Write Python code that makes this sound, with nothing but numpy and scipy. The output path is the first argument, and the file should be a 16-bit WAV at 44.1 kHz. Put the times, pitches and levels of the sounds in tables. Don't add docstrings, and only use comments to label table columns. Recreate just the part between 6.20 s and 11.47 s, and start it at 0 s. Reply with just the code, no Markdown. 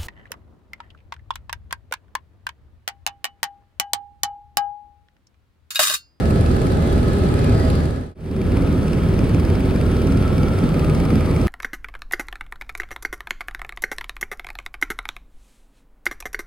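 import sys
import numpy as np
from scipy import signal
from scipy.fft import rfft, irfft, next_fast_len
from scipy.io import wavfile

SR = 44100
rng = np.random.default_rng(int(sys.argv[2]) if len(sys.argv) > 2 else 0)


def unload_audio(sound):
    columns = np.transpose(np.atleast_2d(sound))
    steps = np.round(np.clip(columns, -1, 1) * 32767)
    wavfile.write(sys.argv[1], SR, steps.astype(np.int16))


N = 232495
T = np.arange(N) / SR
HZ = np.maximum(np.fft.rfftfreq(next_fast_len(N + N % 2, True), 1 / SR), 1)
FFT_SIZE = 2 * len(HZ) - 2
LEFT_RIGHT = np.array([[.5], [-.5]])


def from_db(db):
    return 10 ** (np.asarray(db) / 20)


def in_time(rows):
    s, *columns = np.transpose(rows)
    return [np.interp(T, s, column) for column in columns]


def in_frequency(rows):
    hz, *columns = np.transpose(rows)
    return [np.interp(np.log(HZ), np.log(hz), column) for column in columns]


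def white():
    return rfft(rng.standard_normal(FFT_SIZE)) * np.sqrt(SR / 2)


def drift(rate_hz, count=32):
    steps = np.arange(next_fast_len(N // count + 2)) * count
    hz = np.fft.rfftfreq(len(steps), count / SR)
    lowpass = 1 / (1 + (hz / rate_hz) ** 4)
    slow = irfft(rfft(rng.standard_normal(len(steps))) * lowpass, len(steps))
    return np.interp(np.arange(N), steps, slow / np.std(slow))


def wander(rate_hz):
    return drift(rate_hz) + 1j * drift(rate_hz)


def at_ports(db_per_hz, ports):
    likeness, lead_rad, balance_db = in_frequency(ports)
    likeness = np.clip(likeness, 0, 1)
    shared = np.sqrt(likeness) * white() * np.exp(1j * lead_rad * LEFT_RIGHT)
    own = np.sqrt(1 - likeness) * np.array([white(), white()])
    return irfft((shared + own) * from_db(db_per_hz + balance_db * LEFT_RIGHT))[:, :N]


def since_blade(blades, delay_s=0):
    per_s, first_s = blades
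    passes = (T - first_s - delay_s) * per_s
    return ((passes + .5) % 1 - .5) / per_s


def each_blade(blades):
    per_s, first_s = blades
    passes = np.round((T - first_s) * per_s).astype(int)
    values = np.sqrt(3) * rng.uniform(-1.1, 1, np.ptp(passes) + 1)
    return values[passes - passes[0]]


def rumble(blades, air, spectrum, cabin, ports, flutter_db=0.5, buffet_db=0.5, buffet_hz=12,
           panel_hz=480, follows_air=0.63):
    colour_db, = in_frequency(spectrum)
    for hz, width_hz, peak_db in cabin:
        colour_db = colour_db + peak_db / (1 + (2 * (HZ - hz) / width_hz) ** 2)

    steepness = (HZ / panel_hz) ** 4
    bass = at_ports(colour_db - 10 * np.log10(1 + steepness), ports)
    rush = at_ports(colour_db - 10 * np.log10(1 + 1 / steepness), ports)

    downwash = np.cos(2 * np.pi * blades[0] * since_blade(blades, delay_s=0.0035))
    surge_db = flutter_db * downwash + buffet_db * drift(buffet_hz)
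    airflow_db = in_time(air)[0] - np.mean(np.array(air)[:, 1])
    return bass * from_db(surge_db) + rush * from_db(follows_air * airflow_db)


def swells(steady=0.86, noisy_cycles=6.5, lead_rad_per_hz=0.00037):
    # (time [s], half length [s], centre [Hz], width [Hz], level before the fades [dB rms])
    swell_rows = [(0.177, 0.084, 368, 12, -28), (.66, .07, 2040, 30, -48.5), (.72, .06, 3380, 35, -52),
                  (.8, 0.7, 1207, 18, -52), (1.05, .45, 1850, 300, -51), (0.947, 0.079, 401.5, 11, -30),
                  (1.05, .07, 369.6, 11, -29), (1.25, 0.051, 401, 11, -27), (1.27, .09, 2450, 150, -45),
                  (1.29, .06, 250, 10, -23), (1.34, 0.14, 105.3, 8.5, -20.5), (1.411, .17, 4750, 220, -49),
                  (1.41, .06, 1935, 30, -45.5), (1.766, 0.045, 1670, 22, -43), (2.156, 0.12, 380, 11, -26),
                  (2.55, 0.24, 160, 15, -28.5), (2.854, 0.059, 169.3, 12, -21), (3.08, .1, 106, 7.5, -26),
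                  (3.207, .09, 376, 11, -29.5), (3.3, .08, 95, 8.3, -20), (3.5, 0.12, 78.14, 9, -22.5),
                  (3.626, 0.22, 376.5, 9, -30.5), (3.918, 0.055, 269, 10, -25), (4.1, .17, 165, 15, -26.5),
                  (3.97, 0.09, 107, 9.9, -25), (4.074, .06, 1318, 17, -42.5), (4.2, .1, 2270, 90, -46),
                  (4.65, .07, 1211, 16, -40), (4.657, .1, 155.2, 12, -23.5), (4.95, .35, 2233, 200, -46.5),
                  (4.75, 0.51, 798, 70, -44), (4.955, 0.071, 215, 8.4, -23.5)]
    out = np.zeros((2, N))
    for s, half_s, hz, width_hz, level_db in swell_rows:
        near = np.abs(T - s) < 3 * half_s
        t = T[near]
        tonal = np.clip(steady, 0, 1) / (1 + (width_hz * half_s / noisy_cycles) ** 2)
        body = np.sqrt(tonal) + np.sqrt((1 - tonal) / 2) * wander(width_hz)[near]
        ring = np.real(body * np.exp(1j * hz * (2 * np.pi * t + lead_rad_per_hz * LEFT_RIGHT)))
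        bell = np.exp(-((t - s) / half_s) ** 2)
        out[:, near] += np.sqrt(2) * from_db(level_db) * bell * ring
    return out


def whine(tones, waver=0.22, waver_hz=5):
    out = np.zeros((2, N))
    for hz, level_db, balance_db in tones:
        for channel, side in enumerate((.5, -.5)):
            path = 1 + waver * wander(waver_hz)
            tone = np.real(path * np.exp(2j * np.pi * hz * T + 1j * side))
            out[channel] += np.sqrt(2) * from_db(level_db + side * balance_db) * tone
    return out


def howl(curve, level_db, likeness, width_hz, balance_db, offset_hz=0, waver_hz=13, broken_db=1.0):
    centre_hz, curve_db = in_time(curve)
    hz = centre_hz + offset_hz + waver_hz * drift(6.98)
    carrier = np.exp(2j * np.pi * np.cumsum(hz) / SR)
    mid = np.real(carrier * wander(width_hz))
    side = np.real(carrier * wander(width_hz))

    likeness, signs = np.clip(likeness, -1, 1), 2 * LEFT_RIGHT
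    pair = (np.sqrt(1 + likeness) * mid + np.sqrt(1 - likeness) * side * signs) / np.sqrt(2)
    return pair * from_db(curve_db + level_db + broken_db * drift(13) + LEFT_RIGHT * balance_db)


def squeaks(blades, level_db, centre_hz, lead_s, half_s=.0042, spread_hz=380, glide_hz_per_s=55000,
            uneven_db=5, rough=.4):
    age = since_blade(blades, delay_s=-lead_s * (1 + .5 * each_blade(blades)))
    hz = centre_hz + spread_hz * each_blade(blades) + glide_hz_per_s * each_blade(blades) * age
    carrier = np.exp(2j * np.pi * np.cumsum(hz) / SR)
    tone = np.sqrt(2) * np.real(carrier * (1 + rough * wander(250)))
    opposite_ports = 2 * LEFT_RIGHT
    bell = np.exp(-(age / half_s) ** 2)
    return opposite_ports * tone * bell * from_db(level_db + uneven_db * each_blade(blades))


def gusts():
    # (time [s], half length [s], extra level [dB])
    gust_rows = [(0.092, .06, 4.5), (.25, 0.08, 3.5), (.43, 0.069, 4), (.52, 0.034, 3), (.73, .06, 0.5),
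                 (.94, 0.063, 3.5), (1.154, 0.033, 5), (1.26, .05, 6), (1.41, .04, 2.5), (1.522, 0.056, 7),
                 (1.66, 0.032, 4.5), (1.76, .03, 2), (2.116, .04, 2), (2.195, .033, 9), (2.37, .03, 4),
                 (2.71, 0.037, 7.5), (2.9, .04, 1.5), (2.99, .03, 6.5), (3.197, 0.15, 4.5), (3.55, .1, 4),
                 (3.872, .15, 3.5), (4.204, 0.039, 7.5), (4.39, .025, 3), (4.798, 0.4, 4.5), (5.2, 0.07, 1)]
    return sum(extra_db * np.exp(-((T - s) / half_s) ** 2) for s, half_s, extra_db in gust_rows)


def standing_waves(count=12, longest_s=.012):
    delays_s = rng.uniform(0, longest_s, (count, 1))
    return np.cos(2 * np.pi * HZ * delays_s).sum(0) * np.sqrt(2 / count)


def gap_ring(spread_hz=170):
    # (frequency [Hz], level before the ring and chuff levels [dB], left-right [dB])
    gap_modes = [(2400, 1.7, 2), (4930, -2.6, -.5)]
    out = 0
    for hz, level_db, balance_db in gap_modes:
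        tone = np.cos(2 * np.pi * np.cumsum(hz + spread_hz * drift(209.5)) / SR)
        out = out + np.sqrt(2) * from_db(level_db + LEFT_RIGHT * balance_db) * tone
    return out


def window_gap(blades, air, gap, spread, hiss_db, chuff_db, ring_db, lead_db, decay_s, lead_s, rise_s=.0013,
               uneven_db=.5, flicker_db=0.66, ripple_db=0.77, chuff_follows_air=1.7, hiss_follows_gust=.03):
    air_db, gust_db = in_time(air)[0], gusts()
    mean_db = air_db.mean()
    hiss_colour, chuff_colour = in_frequency(gap) + ripple_db * standing_waves()

    ahead = np.exp(-(since_blade(blades, delay_s=-lead_s) / 0.0062) ** 2)
    hiss_level = air_db + hiss_follows_gust * gust_db + hiss_db
    hiss_level = hiss_level + lead_db * ahead + flicker_db * drift(45)
    hiss = at_ports(hiss_colour, spread) * from_db(hiss_level)

    age = since_blade(blades, delay_s=0.00046 * drift(6.6))
    puff = np.exp(-np.where(age < 0, (age / rise_s) ** 2, age / decay_s))
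    chuff_level = mean_db + chuff_follows_air * (air_db - mean_db) + gust_db
    chuff_level = chuff_level + chuff_db + uneven_db * each_blade(blades)
    ringing = at_ports(chuff_colour, spread) + from_db(ring_db) * gap_ring()
    return hiss + ringing * puff * from_db(chuff_level)


def rotor(blades, throb, waver=0.15, right_db=2.0, smear_rad=1.3):
    out, start_rad = 0, 2 * np.pi * rng.random()
    for order, level_db in enumerate(throb, 1):
        phase = 2 * np.pi * order * blades[0] * T + smear_rad * order ** 2 + start_rad
        wave = np.real(np.exp(1j * phase) * (1 + waver * wander(2.3)))
        out = out + np.sqrt(2) * from_db(level_db) * wave
    return out * from_db(-right_db * LEFT_RIGHT)


def first_stretch():
    # (rate [per s], time of one pass [s])
    blades = (19.357, .0041)
    throb = [-55, -29, -29, -24, -33, -32.5, -37.5, -38]
    # (time [s], level before the gap's offsets [dB])
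    air = [(0, -42.5), (.9, -42), (1.3, -42), (1.55, -42.5), (1.95, -43)]
    # (frequency [Hz], level [dB per Hz])
    spectrum = [(15, -72), (30, -54), (48, -48), (66, -40.5), (105, -40), (160, -42), (215, -45),
                (320, -49), (510, -51.5), (720, -60), (1000, -64), (1550, -68.5), (2100, -73.5),
                (3500, -99.5)]
    # (frequency [Hz], width [Hz], level [dB])
    cabin = [(257, 44, 2.5), (402, 39, 3), (452, 28, -3.5), (804, 70, 1.5), (1090, 36, 1), (1120, 54, -4.5)]
    # (frequency [Hz], likeness [0-1], left leads [rad], left-right [dB])
    ports = [(45, 0.94, -0.5, -5), (90, 0.96, 0, 1), (170, 0.82, 0, 0.7), (350, 0.82, 0.46, -4),
             (483, 0.67, 0.3, -0.8), (677, 0.35, -2.5, -5), (820, 0.42, -0.9, -2.5), (1024, 0.71, -4, -1),
             (1350, 0.4, -4, 2.5), (1800, 0.08, -5, 2.5)]
    # (frequency [Hz], hiss [dB per Hz], chuff [dB per Hz])
    gap = [(600, -46, -47), (1310, -34, -27), (2000, -36, -35), (2530, -33.5, -30), (3400, -34, -38),
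           (4400, -35, -31), (5500, -41.5, -46), (7100, -43.5, -40), (9100, -45.5, -43), (11200, -46, -35),
           (12800, -55, -59), (15500, -58, -61)]
    # (frequency [Hz], likeness [0-1], left leads [rad], left-right [dB])
    treble_spread = [(1800, 0.32, 1, 4.5), (2580, 0.4, -0.5, -1.5), (4500, 0.12, 0.5, -4.5),
                     (5500, .2, -3, -7.5), (6460, 0.3, -3.1, 0), (7700, 1, -1, 0), (10000, 1, 0.5, 0),
                     (11900, 0.97, 2.5, 0), (14100, 1, 11, -2), (15300, .85, -6, 0)]
    # (frequency [Hz], level before waver [dB rms], left-right [dB])
    tones = [(377.4, -39, 1), (649, -46.5, -10), (1700, -49.5, 4), (3210, -61.5, 0), (10627, -74, 0)]
    # (time [s], centre [Hz], level before each layer's offset [dB])
    howl_curve = [(0, 1288, -40), (.7, 1288, -41), (1.08, 1295, -39), (1.3, 1270, -41), (1.9, 1276, -43)]
    # (time [s], centre [Hz], level before its offset [dB])
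    moan_curve = [(0, 639, -53), (.22, 643, -48), (.35, 642, -40), (.5, 637.6, -50), (1.2, 641, -49),
                  (1.38, 652, -34), (1.47, 635, -36), (1.62, 638, -48)]
    return (rumble(blades, air, spectrum, cabin, ports)
            + whine(tones)
            + howl(howl_curve, level_db=-1.0, likeness=-0.38, width_hz=83, balance_db=1.5)
            + howl(howl_curve, level_db=-5.0, likeness=-.3, width_hz=8.4, balance_db=0.0)
            + howl(moan_curve, level_db=1.5, likeness=-0.18, width_hz=22, balance_db=-4)
            + squeaks(blades, level_db=-50, centre_hz=11400, lead_s=.006)
            + window_gap(blades, air, gap, treble_spread, hiss_db=-1.37, chuff_db=.2, ring_db=-7.5,
                         lead_db=1.1, decay_s=0.0039, lead_s=.019)
            + rotor(blades, throb))


def second_stretch():
    # (rate [per s], time of one pass [s])
    blades = (19.339, .0445)
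    throb = [-51, -30, -31.5, -25.5, -29.5, -42, -56, -33.5]
    # (time [s], level before the gap's offsets [dB])
    air = [(2.0, -45.5), (3.2, -45), (4.15, -43.9), (5.27, -44)]
    # (frequency [Hz], level [dB per Hz])
    spectrum = [(15, -73), (30, -67), (48, -44), (66, -43.3), (102, -40), (130, -43), (200, -43),
                (320, -50), (510, -54), (720, -63.5), (1000, -66.5), (1550, -70.5), (2100, -78.5),
                (3500, -100)]
    # (frequency [Hz], width [Hz], level [dB])
    cabin = [(158.8, 32, 3), (271, 38, 3.5), (395, 57, 2.5), (449, 21, -3), (489, 34, 2.5), (1084, 40, 2.5),
             (1135, 55, -2.5)]
    # (frequency [Hz], likeness [0-1], left leads [rad], left-right [dB])
    ports = [(45, 0.96, 0, -3), (90, 0.9, -0.048, 0.5), (170, 0.9, 0, 0), (352, 0.93, -0.051, -3.5),
             (466, 0.81, 0.013, -1.7), (680, 0.54, -0.54, -2.5), (836, 0.41, -0.58, -6),
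             (1010, 0.058, -0.64, -1.5), (1360, 0.46, .4, 4), (1790, 0.34, 1, 1.5)]
    # (frequency [Hz], hiss [dB per Hz], chuff [dB per Hz])
    gap = [(600, -46, -36), (1290, -36.5, -22), (1800, -31, -32.5), (2250, -28.5, -26.5),
           (3060, -32.5, -33.5), (3620, -33.5, -39), (3950, -36, -38), (4400, -35.5, -35.5),
           (4920, -38.5, -36.5), (5800, -40.5, -37), (6700, -47, -41), (9000, -44.2, -43.5),
           (11500, -44.5, -37.5), (13000, -51, -46), (15500, -49, -56)]
    # (frequency [Hz], likeness [0-1], left leads [rad], left-right [dB])
    treble_spread = [(1800, 0.53, 0.2, 0.5), (2600, 0.8, -1, 4), (3600, 1, -1, 0), (5000, 1, -1, -0.5),
                     (5320, 0.48, 3.5, 0), (6500, 1, 1, 0), (7700, 1, 6, 0), (9800, 1, 6.5, 0),
                     (11930, 1, 9, -0.5), (13700, 1, 8, 0), (15000, .8, 14.5, 0)]
    # (frequency [Hz], level before waver [dB rms], left-right [dB])
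    tones = [(374.5, -39.5, 10.5), (642.6, -47.5, -14.5), (1704, -55.5, -3), (3240, -63.5, -13)]
    # (time [s], centre before offset [Hz], level before offset [dB])
    howl_curve = [(2.0, 1271, -48), (2.55, 1265, -42.5), (3.05, 1297, -44.5), (3.35, 1285, -46.5),
                  (3.65, 1347, -43), (3.82, 1310, -41), (4.02, 1335, -41.5), (4.17, 1305, -40),
                  (4.27, 1325, -38), (4.44, 1280, -38), (4.66, 1245, -40), (4.9, 1255, -41),
                  (5.1, 1245, -40)]
    return (rumble(blades, air, spectrum, cabin, ports)
            + whine(tones)
            + howl(howl_curve, level_db=-2.0, likeness=0.56, width_hz=100, balance_db=-1.5, offset_hz=10)
            + howl(howl_curve, level_db=-7.0, likeness=0.64, width_hz=13, balance_db=1.0)
            + squeaks(blades, level_db=-51, centre_hz=11800, lead_s=.008)
            + window_gap(blades, air, gap, treble_spread, hiss_db=-1.26, chuff_db=0.8, ring_db=-1.0,
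                         lead_db=0.6, decay_s=0.0031, lead_s=0.011)
            + rotor(blades, throb))


def patchy(sound, patchy_db=0.74, rate_hz=7, low_hz=900, high_hz=13000, count=14):
    spectrum, out = rfft(sound, FFT_SIZE), sound
    place = np.log(HZ / low_hz) / np.log(high_hz / low_hz) * (count - 1)
    for k in range(count):
        triangle = np.maximum(1 - np.abs(place - k), 0)
        band = irfft(spectrum * triangle)[:, :N]
        out = out + band * (from_db(patchy_db * drift(rate_hz)) - 1)
    return out


def scene():
    # (time [s], gain [0-1])
    fade_out_rows = [(1.54, 0.99), (1.947, 0)]
    # (time [s], gain [0-1])
    fade_in_rows = [(1.947, 0.0064), (2.34, 1)]
    fade_out = in_time(fade_out_rows)[0]
    fade_in = in_time(fade_in_rows)[0] * (T > fade_in_rows[0][0])
    flight = first_stretch() * fade_out + second_stretch() * fade_in
    return patchy(flight + swells() * (fade_out + fade_in))


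def record(dry):
    lowpass = signal.ellip(10, .1, 80, 15900, fs=SR, output="sos")
    return signal.sosfilt(lowpass, dry)


dry = scene()
out = record(dry)
unload_audio(out)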